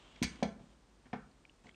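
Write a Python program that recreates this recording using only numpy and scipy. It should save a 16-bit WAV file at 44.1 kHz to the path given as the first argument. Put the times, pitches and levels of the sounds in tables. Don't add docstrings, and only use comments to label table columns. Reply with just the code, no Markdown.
import sys
import numpy as np
from scipy import signal
from scipy.fft import irfft
from scipy.io import wavfile
from scipy.ndimage import uniform_filter1d

SR = 44100
rng = np.random.default_rng(int(sys.argv[2]) if len(sys.argv) > 2 else 0)


def digitize_waveform(pressure):
    field = np.atleast_2d(pressure).T
    bounded = np.clip(field, -1, 1)
    quanta = np.round(bounded * 32767).astype(np.int16)
    wavfile.write(sys.argv[1], SR, quanta)


N = 77175
T = np.arange(round(0.6 * SR)) / SR


def amp(db):
    return 10 ** (np.asarray(db) / 20)


def unit(x):
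    return x / np.sqrt(np.mean(x ** 2) + 1e-20)


def read(points, hz):
    f, value = np.transpose(points)
    return np.interp(np.log(hz + 1), np.log(f + 1), value)


def add(mix, start_s, sound):
    part = mix[max(round(start_s * SR), 0):][:len(sound)]
    part += sound[:len(part)]


def noise(spectrum, size):
    hz = np.fft.rfftfreq(size, 1 / SR)
    phases = np.exp(2j * np.pi * rng.random(len(hz)))
    return unit(irfft(amp(read(spectrum, hz)) * phases, size))


def dying(t60_s):
    return np.exp(-np.log(1000) * T / t60_s)


def rising(rise_s):
    return 1 - np.exp(-T / rise_s)


def ring(modes):
    return sum(amp(db) * dying(t60_s) * np.sin(2 * np.pi * hz * T) for hz, db, t60_s in modes)


def soften(x, hz, order=2):
    return signal.lfilter(*signal.butter(order, min(hz, SR / 2 - 2000), fs=SR), x)


def low_cut(x, hz):
    return signal.lfilter(*signal.butter(2, hz, "highpass", fs=SR), x)


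def burst(spectrum, t60_s, size=4096):
    envelope = dying(t60_s) * rising(0.00044)
    return np.pad(noise(spectrum, size), (0, len(T) - size)) * envelope


# frequency in Hz, relative density in dB per Hz.
AIR_SPECTRUM = [(20, -35), (35, 4.5), (50, 14), (75, -3.5), (120, -2.5), (200, -4), (270, -1.5),
                (400, -7.5), (600, -10.5), (1000, -12.5), (2000, -18.5), (4000, -21), (8300, -25.5),
                (9200, -25), (9900, -43.5), (14000, -43)]
AIR_RMS_DB = -65


def air():
    return amp(AIR_RMS_DB) * noise(AIR_SPECTRUM, N)


# frequency in Hz, relative density in dB per Hz.
RUB_SPECTRUM = [(60, 2.5), (200, 3.5), (500, 1.5), (1100, 0), (2000, -7), (3100, -10.5), (4200, -14),
                (8000, -15), (10500, -52)]
# frequency in Hz, relative density in dB per Hz.
DRAG_SPECTRUM = [(100, -40), (2200, -13.5), (3100, -4), (4300, -18), (10500, -61)]
# start in s, length in s, rub level in dB, drag hiss level in dB.
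SLIDES = [(-0.03, 0.32, -65.5, -67.5), (0.309, .14, -63.5, -68.5), (0.59, 0.15, -71, -81),
          (1.044, 0.038, -73, -85), (1.636, 0.066, -64.5, -78)]
SLIDE_FADE_S, SLIDE_GRAIN_DB = 0.0037, 1


def slides():
    t = np.arange(N) / SR
    rub, drag = noise(RUB_SPECTRUM, N), noise(DRAG_SPECTRUM, N)
    out = np.zeros(N)
    for start_s, length_s, rub_db, drag_db in SLIDES:
        to_nearest_end_s = np.minimum(t - start_s, start_s + length_s - t)
        fade = np.clip(to_nearest_end_s / SLIDE_FADE_S, 0, 1)
        out += fade * (amp(rub_db) * rub + amp(drag_db) * drag)
    wander = unit(uniform_filter1d(rng.standard_normal(N), size=200))
    return out * unit(amp(SLIDE_GRAIN_DB * wander))


# start in s, level in dB, contact brightness in Hz.
CLACKS = [(0.159, -49, 3400), (0.2254, -28.5, 5800), (0.2294, -28, 13000), (0.2335, -30.5, 7140),
          (0.2376, -29, 6000), (0.2412, -31, 6400), (0.2447, -35, 5600), (0.356, -53.5, 6000),
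          (0.4288, -29, 5010), (1.13, -48, 2350), (1.176, -58, 2380), (1.668, -53, 3360),
          (1.682, -62, 3720), (1.693, -61, 2500)]
# frequency in Hz, relative level in dB, t60 in s.
ARM_MODES = [(1000, -13.5, 0.071), (1742, -13.5, 0.11), (2000, -14, 0.1), (2200, -1.5, 0.054),
             (2360, -10, 0.11), (3360, -15.5, 0.08), (4080, -15, 0.1), (4670, -5.5, 0.041),
             (5820, -23, 0.06), (6360, -16, 0.079)]
# frequency in Hz, relative density in dB per Hz.
CRACK_SPECTRUM = [(100, -24), (350, -17), (600, -15.5), (1300, -14), (1800, -5), (2200, 1), (2900, -5),
                  (4500, -3.5), (6500, -2.5), (7300, -11), (8500, -4.5), (9600, -10.5), (10500, -29),
                  (12500, -8), (14000, -31.5)]
ARM_DB, CRACK_DB, CRACK_T60_S = -7.5, -3, 0.036
ARM_DETUNE = 0.004


def clacks():
    out = np.zeros(N)
    for start_s, level_db, bright_hz in CLACKS:
        signs = rng.choice([-1., 1.], len(ARM_MODES))
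        shifts = 1 + ARM_DETUNE * rng.uniform(-1.28, 1, len(ARM_MODES))
        arm = np.zeros(len(T))
        for sign, shift, (hz, db, t60_s) in zip(signs, shifts, ARM_MODES):
            arm += sign * ring([(hz * shift, db, t60_s)])
        crack = burst(CRACK_SPECTRUM, CRACK_T60_S)
        clack = soften(amp(ARM_DB) * arm + amp(CRACK_DB) * crack, bright_hz)
        clack = soften(clack, 2 * bright_hz, order=8)
        add(out, start_s, amp(level_db) * clack)
    return out


PARTS = ("edge", "face", "corner")


def struck(modes, rise_s):
    rings = {}
    for k, part in enumerate(PARTS):
        part_modes = [(hz, levels_db[k], t60_s) for hz, t60_s, *levels_db in modes]
        rings[part] = rising(rise_s) * ring(part_modes)
    return rings


# start in s, part that lands, low body level in dB,
# base plate level in dB, plastic clatter level in dB, contact brightness in Hz.
KNOCKS = [(0.2169, "edge", -25.5, -34, -37.5, 523), (0.228, "edge", -46, -33.5, -45, 1820),
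          (0.2424, "edge", -42.5, -42, -55, 705), (0.4255, "face", -29, -18.5, -38.5, 900),
          (0.4298, "face", -31.5, -37.5, -34, 1177), (0.600, "face", -59.5, -50, -60, 800),
          (0.6085, "face", -47.5, -70, -62, 325), (1.056, "corner", -59, -64, -60, 2220),
          (1.064, "corner", -60.5, -60.5, -59.5, 2060), (1.13, "corner", -60, -48, -39, 2210),
          (1.1323, "corner", -34.5, -30.5, -38, 1670), (1.643, "corner", -70.5, -72, -61.5, 890),
          (1.657, "corner", -57, -50.5, -61.5, 910)]
# frequency in Hz, t60 in s, relative level in dB for edge, face, corner.
BODY_MODES = [(123.6, 0.2, -13, -34, -44), (145.9, 0.47, -20, -14.5, -15), (179.8, 0.18, -6, -4.5, -11.5),
              (211.4, 0.3, -14, -7, -7), (237.3, 0.06, 2.5, 2, 1), (247.5, 0.2, -10, -16.5, -6.5),
              (311.6, 0.082, -10, -12.5, -7.5)]
# frequency in Hz, t60 in s, relative level in dB for edge, face, corner.
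PLATE_MODES = [(436, 0.16, -17.5, -26, -14.5), (487, 0.066, -15, -12.5, -10), (577, 0.075, -23, -7, -14.5),
               (671.6, 0.14, -27, -11, -31), (712, 0.087, -9, -15.5, -7.5), (745.7, 0.1, -25, -11, -9.5),
               (827, 0.17, -23, -19.5, -17), (995.5, 0.056, -6.5, -20, -13), (1365, 0.13, -32, -23, -18),
               (1491, 0.093, -11, -20.5, -15), (1551, 0.15, -17.5, -21, -17.5)]
# frequency in Hz, relative density in dB per Hz.
CLATTER_SPECTRUM = [(50, -41), (110, -16), (200, -8), (350, 1), (520, -1.5), (900, 1), (1300, -4),
                    (2200, -0.5), (3500, -9.5), (6500, -7.5), (8000, -24.5), (12000, -56)]
BODY_RISE_S, PLATE_RISE_S, CLATTER_T60_S, KNOCK_LOW_HZ = 0.0012, 0.00037, 0.073, 94


def knocks():
    out = np.zeros(N)
    body = struck(BODY_MODES, BODY_RISE_S)
    plate = struck(PLATE_MODES, PLATE_RISE_S)
    for start_s, part, body_db, plate_db, clatter_db, bright_hz in KNOCKS:
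        clatter = burst(CLATTER_SPECTRUM, CLATTER_T60_S)
        knock = amp(body_db) * body[part] + amp(plate_db) * plate[part] + amp(clatter_db) * clatter
        add(out, start_s, soften(knock, bright_hz))
    return low_cut(out, KNOCK_LOW_HZ)


# start in s, level in dB.
BOOMS = [(0.235, -38.5), (0.44, -44.5)]
# frequency in Hz, relative level in dB, t60 in s.
BOOM_MODES = [(60.1, -4, 0.35), (69.6, -2, .3)]
BOOM_RISE_S = 0.0068


def booms():
    out = np.zeros(N)
    boom = ring(BOOM_MODES) * rising(BOOM_RISE_S)
    for start_s, level_db in BOOMS:
        add(out, start_s, amp(level_db) * boom)
    return out


# frequency in Hz, t60 in s.
ROOM_T60 = [(70, 0.17), (200, 0.73), (700, 0.4664), (2000, 0.3459), (5000, 0.22), (10000, 0.37)]
# frequency in Hz, relative level in dB.
ROOM_COLOUR = [(60, -3), (130, -1.5), (220, -6), (400, 0.5), (700, -6.5), (1300, 6.5), (2100, 1),
               (3100, 3.5), (5000, 4), (9000, 1), (11500, -18)]
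# delay in s, level in dB.
ECHOES = [(.0095, -18.5), (.029, -17.5), (0.0488, -19.5)]
ROOM_DB, ROOM_DELAY_S, ECHO_HZ = -12, 0.011, 1860


def room(x):
    hz, t, bands = signal.stft(noise(ROOM_COLOUR, len(T)), SR, nperseg=256)
    bands = bands * np.exp(-np.log(1000) * t / read(ROOM_T60, hz)[:, None])
    tail = signal.istft(bands, SR)[1]
    tail = tail / np.linalg.norm(tail)
    out = np.zeros(N)
    add(out, ROOM_DELAY_S, amp(ROOM_DB) * signal.fftconvolve(x, tail))
    reflected = soften(x, ECHO_HZ)
    for delay_s, level_db in ECHOES:
        add(out, delay_s, amp(level_db) * reflected)
    return out


# start in s, level in dB, pitch in Hz.
TICKS = [(0.4298, -38, 2160), (1.1307, -51.5, 3100), (1.314, -64.5, 4360), (1.452, -48, 2420),
         (1.4958, -51, 2850), (1.669, -53.5, 2070), (1.6925, -45.5, 2150), (1.6937, -55, 3170),
         (1.712, -60, 3270), (1.7445, -55.5, 2700)]
TICK_RISE_S = 0.00078
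TICK_SPREAD, TICK_UPPER, TICK_CLICK = 0.17, 0.32, 0.097


def ticks(size=1024):
    out, t = np.zeros(N), T[:size]
    u = t / TICK_RISE_S
    envelope = u * np.exp(1 - u)
    for start_s, level_db, hz in TICKS:
        lower = np.sin(2 * np.pi * hz * t)
        upper = np.sin(2 * np.pi * hz * (1 + TICK_SPREAD) * t)
        click = noise(CLATTER_SPECTRUM, size)
        tick = envelope * (lower + TICK_UPPER * upper + TICK_CLICK * click)
        add(out, start_s, amp(level_db) * tick)
    return out


SIDE_DB, SIDE_LOW_HZ = -25, 3900


def scene():
    cutter = knocks() + booms() + clacks()
    mid = cutter + room(cutter) + ticks() + slides() + air()
    band = signal.butter(2, [SIDE_LOW_HZ, SIDE_LOW_HZ * 1.52], "bandpass", fs=SR)
    quadrature = signal.hilbert(mid).imag
    side = amp(SIDE_DB) * signal.lfilter(*band, quadrature)
    return np.array([mid + side, mid - side])


LOW_CUT_HZ, EDGE_HZ = 31, 13700


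def record(dry):
    band_limit = signal.firwin(511, EDGE_HZ, window=("kaiser", 9), fs=SR)
    return signal.oaconvolve(low_cut(dry, LOW_CUT_HZ), band_limit[None], "same")


dry = scene()
out = record(dry)
digitize_waveform(out)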